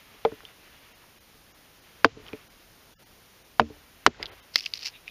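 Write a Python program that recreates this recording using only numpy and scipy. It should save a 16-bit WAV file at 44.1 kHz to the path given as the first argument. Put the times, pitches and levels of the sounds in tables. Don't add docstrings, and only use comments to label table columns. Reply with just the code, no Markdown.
import sys
import numpy as np
from scipy import signal
from scipy.fft import rfft, irfft, next_fast_len
from scipy.io import wavfile
from scipy.ndimage import uniform_filter1d, map_coordinates

SR = 44100
rng = np.random.default_rng(int(sys.argv[2]) if len(sys.argv) > 2 else 0)


def invert_db(x):
    u = np.asarray(x, float) / 20
    return 10 ** u


def master_out(mix):
    frames = np.transpose(np.atleast_2d(mix))
    ceiling = np.clip(frames, -1, 1)
    pcm = np.round(ceiling * 32767).astype(np.int16)
    wavfile.write(sys.argv[1], SR, pcm)


N = 224950
TIME = np.arange(N) / SR


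def unit(x):
    return x / np.sqrt(np.mean(x ** 2) + 1e-20)


def wobble(rate):
    return map_coordinates(rng.standard_normal(int(N * rate / SR) + 4), [TIME * rate])


def filtered(x, response):
    m = next_fast_len(len(x) + 8192)
    return irfft(rfft(x, m) * response(np.fft.rfftfreq(m, 1 / SR)), m)[:len(x)]


def noise(spectrum):
    f, db = np.transpose(spectrum)

    def colour(hz):
        return invert_db(np.interp(np.log(hz + 1), np.log(f), db, -120, -120))
    return unit(filtered(rng.standard_normal(N), colour))


def ring(t, hz, db, t60, rise):
    t = np.maximum(t, 0)
    return invert_db(db - 60 * t / t60) * (1 - np.exp(-t / rise)) * np.sin(2 * np.pi * hz * t)


def resonance(f, hz, width):
    return 1j * f * width / (hz * hz - f * f + 1j * f * width)


def add(track, s, sound):
    part = track[round(s * SR):][:len(sound)]
    part += sound[:len(part)]


def swells(rows, attack, release):
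    gain = 0
    for s, hold, db in rows:
        outside = np.maximum((s - TIME) / attack, (TIME - s - hold) / release)
        gain = gain + invert_db(db - 20 * np.maximum(0, outside))
    return gain


# start in seconds, splinter noise in dB,
# its brightness in dB per octave, splinter t60 in seconds, ground thud in dB.
BLOWS = [
    (0.2502, -18.5, -10, 0.02, -23),
    (2.0449, -11, 1, 0.026, -29.5),
    (3.5959, -20, -1, 0.029, -18.5),
    (4.0632, -11, 1.5, 0.028, -25.5),
    (4.5576, -23, 12, 0.011, -55),
]
# pitch in Hz, level in dB, t60 in seconds.
LIGHT_KNOCK = [(318, -44, 0.16), (450, -12, 0.091), (595, -19, 0.071), (810, -6.5, 0.012),
               (1064, -13, 0.013), (1352, -26.5, 0.02), (2250, -32.5, 0.028), (3210, -10.5, 0.0024),
               (4100, -25, 0.0022)]
HARD_BLOW = [(101.35, -27.5, .1), (282, -9, .036), (452.7, -14, 0.063), (680, -14, .043),
             (1084, 4.5, 0.0085), (1556, 4.5, .0093), (2160, -26, .01), (2880, -16, .0093),
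             (4794, -6.5, .0035)]
DULL_BLOW = [(77.8, -31, 0.33), (133.3, -21.5, 0.064), (227.6, -21, 0.16), (296, -33.5, 0.29),
             (453, -20, 0.097), (606, -23, 0.067), (713, -3, 0.014), (968, 2, 0.011), (1515, 1.5, 0.005),
             (2960, -9, 0.0069)]
DEEP_BLOW = [(73.6, -34, 0.1), (134, -25, 0.056), (239, -20, 0.062), (394, -7.5, 0.023),
             (645, -12.5, 0.024), (1093, 7, 0.0075), (1657, -2, 0.0055), (2070, -1.5, 0.0085),
             (3780, 1, 0.0031)]
SPLIT = [(275, -42.5, 0.057), (674, -57, .009), (2100, -13.5, 0.015), (2700, -22.5, 0.028),
         (4380, 3.5, 0.0037), (4940, -3, 0.009)]
LOAD_S = [0.0022, .0065, 0.00598, .0105, 0.00025]


def blows():
    bend_hz, first_s, rise_cycles = 552.7, 0.00034, 0.4
    out, t = np.zeros(N), np.arange(SR // 3) / SR
    contacts = [LIGHT_KNOCK, HARD_BLOW, DULL_BLOW, DEEP_BLOW, SPLIT]
    for (s, db, slope_db, t60, thud_db), modes, load in zip(BLOWS, contacts, LOAD_S):
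        wood = np.zeros(len(t))
        for hz, level, fade in modes:
            delay = first_s + load / (1 + (hz / bend_hz) ** 5)
            wood += ring(t - delay, hz, level, fade, rise_cycles / (hz + 60))
        add(out, s, -wood)
        add(out, s, invert_db(thud_db) * thud(t))
        add(out, s, invert_db(db) * splinter(t, slope_db, t60))
        add(out, s, invert_db(db - 42.5) * splinter(t, -13, 0.047))
    return out


def splinter(t, slope_db, t60):
    out = np.zeros(len(t))
    for hz in 700 * 2 ** np.arange(5):
        band = filtered(rng.standard_normal(len(t)), lambda f: np.exp(-(np.log2((f + 1) / hz) / 0.8) ** 2))
        octave = np.log2(hz / 1400)
        band_t60 = t60 * (hz / 1400) ** -0.25
        out += unit(band) * invert_db(slope_db * octave - 0.34 * octave ** 2 - 60 * t / band_t60)
    clumps = np.repeat(rng.standard_normal(len(t) // 64 + 1), 64)[:len(t)]
    return out * invert_db(4.1 * clumps) * (1 - np.exp(-t / 0.0017))


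def thud(t):
    low = filtered(rng.standard_normal(len(t)), lambda f: resonance(f, 330, 343) ** 2)
    return unit(low) * invert_db(-60 * t / 0.09) * (1 - np.exp(-t / 0.011))


# start in seconds, peak in dB, tick in dB.
REBOUNDS = [
    (0.14, -51, 11),
    (0.319, -31, 0.5),
    (0.434, -49.5, 8.5),
    (1.35, -53, -13),
    (2.168, -36, -11),
    (2.196, -42, 1),
    (2.331, -27.5, -5.5),
    (3.701, -37.5, -3),
    (3.766, -53, 8),
    (4.197, -37, -7),
]
# pitch in Hz, level in dB, t60 in seconds.
LOG = [(112, 6, 0.052), (245, 4, 0.067), (292, 9, 0.066), (432.3, 10.5, 0.076), (602, -4.5, 0.081),
       (970, -12, 0.014)]


def rebounds():
    out, t = np.zeros(N), np.arange(SR // 5) / SR
    for s, db, tick_db in REBOUNDS:
        for hz, level, t60 in LOG:
            add(out, s, ring(t, hz, db - 9 + level + rng.normal(0, 1.0), t60, 0.0032))
        add(out, s, invert_db(db + tick_db - 8.5) * splinter(t, -15.5, 0.0064))
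    return out


# pitch in Hz, width in Hz, level in dB.
STICK = [(1940, 380, -8.5), (2830, 790, 8), (4100, 1100, 11.5), (5250, 1400, 16.5), (6130, 164.6, -10),
         (7470, 290, -45)]


def stick(f):
    return sum((-1) ** k * invert_db(db) * resonance(f, hz, width) for k, (hz, width, db) in enumerate(STICK))


# start in seconds, peak in dB.
FIBRES = [(4.545, -27.5), (4.5507, -30), (4.5669, -23), (4.5776, -19), (4.5839, -26), (4.588, -16.5),
          (4.5964, -24), (4.6063, -20.5), (4.659, -13), (4.7363, -11), (4.7514, -35.5), (4.7737, -27),
          (4.7767, -26), (4.7911, -28), (4.7976, -33), (4.8222, -25), (4.8289, -23), (4.8513, -21),
          (4.8546, -30), (4.8671, -15), (4.8842, -25), (4.886, -30)]
# start in seconds, peak in dB, pitch in Hz.
TWIGS = [(.317, -42, 1460), (.405, -36, 1400), (.4511, -30.5, 3180), (.487, -44, 2200), (1.0404, -46, 1020),
         (2.0486, -15.5, 3200), (2.063, -34, 4300), (2.071, -44.5, 3230), (2.265, -37, 3050),
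         (2.276, -39, 3600), (2.2822, -34, 3140), (2.2877, -35.5, 2600), (2.3312, -29.5, 2430),
         (3.5965, -13.5, 4130), (3.6048, -29.5, 2380), (3.616, -31.5, 2530), (4.0636, -11, 4560),
         (4.069, -22, 2600), (4.0735, -33, 4200), (4.1454, -42.5, 1580), (4.198, -39.5, 880),
         (4.2273, -23, 2130), (4.227, -16, 4880), (4.2305, -25.5, 3500), (4.2567, -20.5, 3750),
         (4.2644, -29.5, 3400), (4.6404, -30.5, 3270), (4.6623, -16.5, 2700), (5.0785, -24.5, 2460),
         (5.087, -35, 2470)]


def snaps():
    fibre_hz, fibre_spread, t60 = 4840, 0.068, 0.01
    out, t = np.zeros(N), np.arange(SR // 20) / SR
    fibres = [(s, db, fibre_hz * np.exp(fibre_spread * rng.standard_normal())) for s, db in FIBRES]
    for s, db, hz in TWIGS + fibres:
        crack = invert_db(-60 * t / t60) * (1 - np.exp(-t / 0.0001)) * rng.standard_normal(len(t))
        crack[3] += 3.5
        stick_gain = invert_db(-17.5 + 10 * np.log2(hz / 4500))
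        snap = filtered(crack, lambda f: resonance(f, hz, 0.39 * hz) ** 2 + stick_gain * stick(f))
        snap = snap + ring(t, hz, -7.5, t60, 0.0002)
        add(out, s + 0.0005, invert_db(db) * snap / np.abs(snap).max())
    return out


def chip():
    return ring(TIME - 0.455, hz=3570, db=-50, t60=0.14, rise=0.0028)


# start in seconds, hold in seconds, level in dB.
TEAR = [
    (4.549, 0.04, -39.5),
    (4.615, 0.031, -40),
    (4.67, 0.0016, -42),
    (4.742, 0.021, -39.5),
    (4.805, 0.0076, -47.5),
    (4.833, .003, -45),
    (4.855, 0.0018, -26.5),
    (4.89, 0.015, -52),
]


def tearing():
    breaks = (rng.random(N) < 1600 / SR) * rng.standard_normal(N)
    breaks = breaks * invert_db(3 * rng.exponential(size=N).clip(0, 3))
    grain = unit(filtered(breaks * invert_db(3 * wobble(150)), stick))
    return swells(TEAR, attack=0.026, release=0.031) * grain


# start in seconds, hold in seconds, level in dB.
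CREAK = [
    (4.94, 0.025, -53),
    (5.078, .03, -52.5),
]
# frequency in Hz, level in dB per Hz.
STRAIN = [(1500, -36.5), (2100, -15.5), (2650, -3), (3200, -17), (3800, -5), (4500, -37)]


def creaking():
    return swells(CREAK, attack=0.032, release=0.03) * invert_db(1.1 * wobble(56)) * noise(STRAIN)


# start in seconds, hold in seconds, level in dB.
STIR = [
    (0, 0.41, -61.5),
    (.65, 0.22, -61.5),
    (1.85, 0.56, -66),
    (3.7, 0.48, -70.5),
    (4.3, .1, -65),
    (4.74, .15, -65.5),
]
# frequency in Hz, level in dB per Hz.
RUSTLE = [(250, -20), (700, -5), (1500, -1), (3000, 0), (5000, -12), (7000, -20.5), (9000, -65.5)]


def leaves():
    return (invert_db(-67) + swells(STIR, attack=0.23, release=0.26)) * invert_db(1.5 * wobble(30)) * noise(RUSTLE)


# start in seconds, hold in seconds, level in dB.
SETTLE = [
    (2.24, 0.055, -54),
    (3.73, 0.013, -59),
    (4.2, 0.029, -50),
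    (4.27, 0.046, -53),
]
# frequency in Hz, level in dB per Hz.
LITTER = [(150, -18.5), (350, -0.5), (900, -4), (2000, -6), (3500, -14), (5000, -18)]


def settling():
    return swells(SETTLE, attack=0.06, release=0.16) * invert_db(3.2 * wobble(60)) * noise(LITTER)


# start in seconds, hold in seconds, level in dB.
SHAKE = [
    (.27, .02, -52),
    (1.35, 0.055, -57.5),
    (2.12, 0.059, -43),
    (3.64, 0.058, -51.5),
    (4.2, 0.03, -43),
]
# frequency in Hz, level in dB per Hz.
RUMBLE = [(20, -28), (40, -.5), (110, -7.5), (250, -17.5), (600, -38.5)]


def ground():
    effort = invert_db(-68) + swells(SHAKE, attack=0.15, release=0.23)
    return effort * invert_db(-10.0 + 1.2 * wobble(36)) * noise(RUMBLE)


# frequency in Hz, level in dB per Hz.
AIR = [(15, -27.5), (25, 0), (460, -6), (900, -9.5), (5600, -14), (6900, -17.5), (7800, -29.5), (8400, -77)]


def forest_air():
    return invert_db(-57 - 1.0 + 0.6 * wobble(2.2)) * noise(AIR)


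def microphone(f):
    u = 1j * f / 5960
    roll_off = (1 / ((u * u + 1.16 * u + 1) * (u * u + 1.38 * u + 1))) ** 2
    shelf = invert_db(-30.5) / (1 + (f / 15000) ** 8)
    return (roll_off + shelf) * (1j * f / (45 + 1j * f)) ** 2


def scene():
    near = blows() + rebounds() + snaps() + chip() + tearing() + creaking()
    forest = leaves() + settling() + ground() + forest_air()
    return (filtered(near, microphone) + forest)[None]


# start in seconds, depth in dB, recovery in seconds.
DUCK = [
    (2.051, -20, 0.13),
    (3.6, -14, 0.096),
    (4.069, -26, 0.13),
]
# frequency in Hz, level in dB per Hz.
HISS = [(7600, -61), (8200, -11.5), (8700, 0), (11750, 2.5), (11850, -25), (11950, -0.5), (14800, 4.5),
        (15500, -34.5)]


def hiss(x):
    duck_db = 0
    for s, db, back in DUCK:
        duck_db = duck_db + db * (TIME > s) / (1 + np.exp((TIME - s - back) / (0.2 * back)))
    below = filtered(x, lambda f: (f > 3500) & (f < 7000))
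    follow = np.sqrt(np.abs(uniform_filter1d(below ** 2, size=100)))
    return np.hypot(invert_db(-64.5 + duck_db), invert_db(-23.5) * follow) * noise(HISS)


# centre in seconds, half length in seconds, lowest frequency
# touched in Hz, bar over the mean in dB.
STARVED = [(.275, .014, 13500, 6), (.937, .011, 1000, 1.5), (1.195, .012, 600, 1.5), (1.535, .011, 1500, 1),
           (1.81, .011, 2500, 0), (2.12, .09, 13800, 6), (2.49, .011, 1500, 1.5), (2.964, .03, 150, 3),
           (3.05, .011, 300, 1.5), (3.435, .011, 3000, 1), (3.63, .04, 14300, 6), (4.15, .09, 14300, 6),
           (4.245, .02, 7000, 0), (4.308, .008, 4300, 3), (4.415, .012, 1500, 1.5)]


def starve(x):
    hz, t, z = signal.stft(x, SR, nperseg=1024, noverlap=768)
    size = uniform_filter1d(uniform_filter1d(np.abs(z), size=4, axis=0), size=5, axis=1)
    mean = uniform_filter1d(uniform_filter1d(size, size=41, axis=0), size=15, axis=1)
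    bar = 0
    for s, half, low, db in STARVED:
        bar = bar + invert_db(db) * np.outer(hz > low, np.clip(3 - 3 * ((t - s) / half) ** 2, 0, 1))
    bar = bar * invert_db(2.5 * (hz[:, None] > 7000)) * mean
    kept = (size / (bar + 1e-12)).clip(0, 1) ** 8
    return signal.istft(z * kept, SR, nperseg=1024, noverlap=768)[1][:N]


def low_pass(x):
    return signal.sosfilt(signal.butter(12, 16430, fs=SR, output="sos"), x)


def record(dry):
    x = dry[0] / (1 + np.abs(dry[0]) ** 8) ** (1 / 8)
    mix = starve(x + hiss(x))[None]
    return low_pass(mix)


dry = scene()
out = record(dry)
master_out(out)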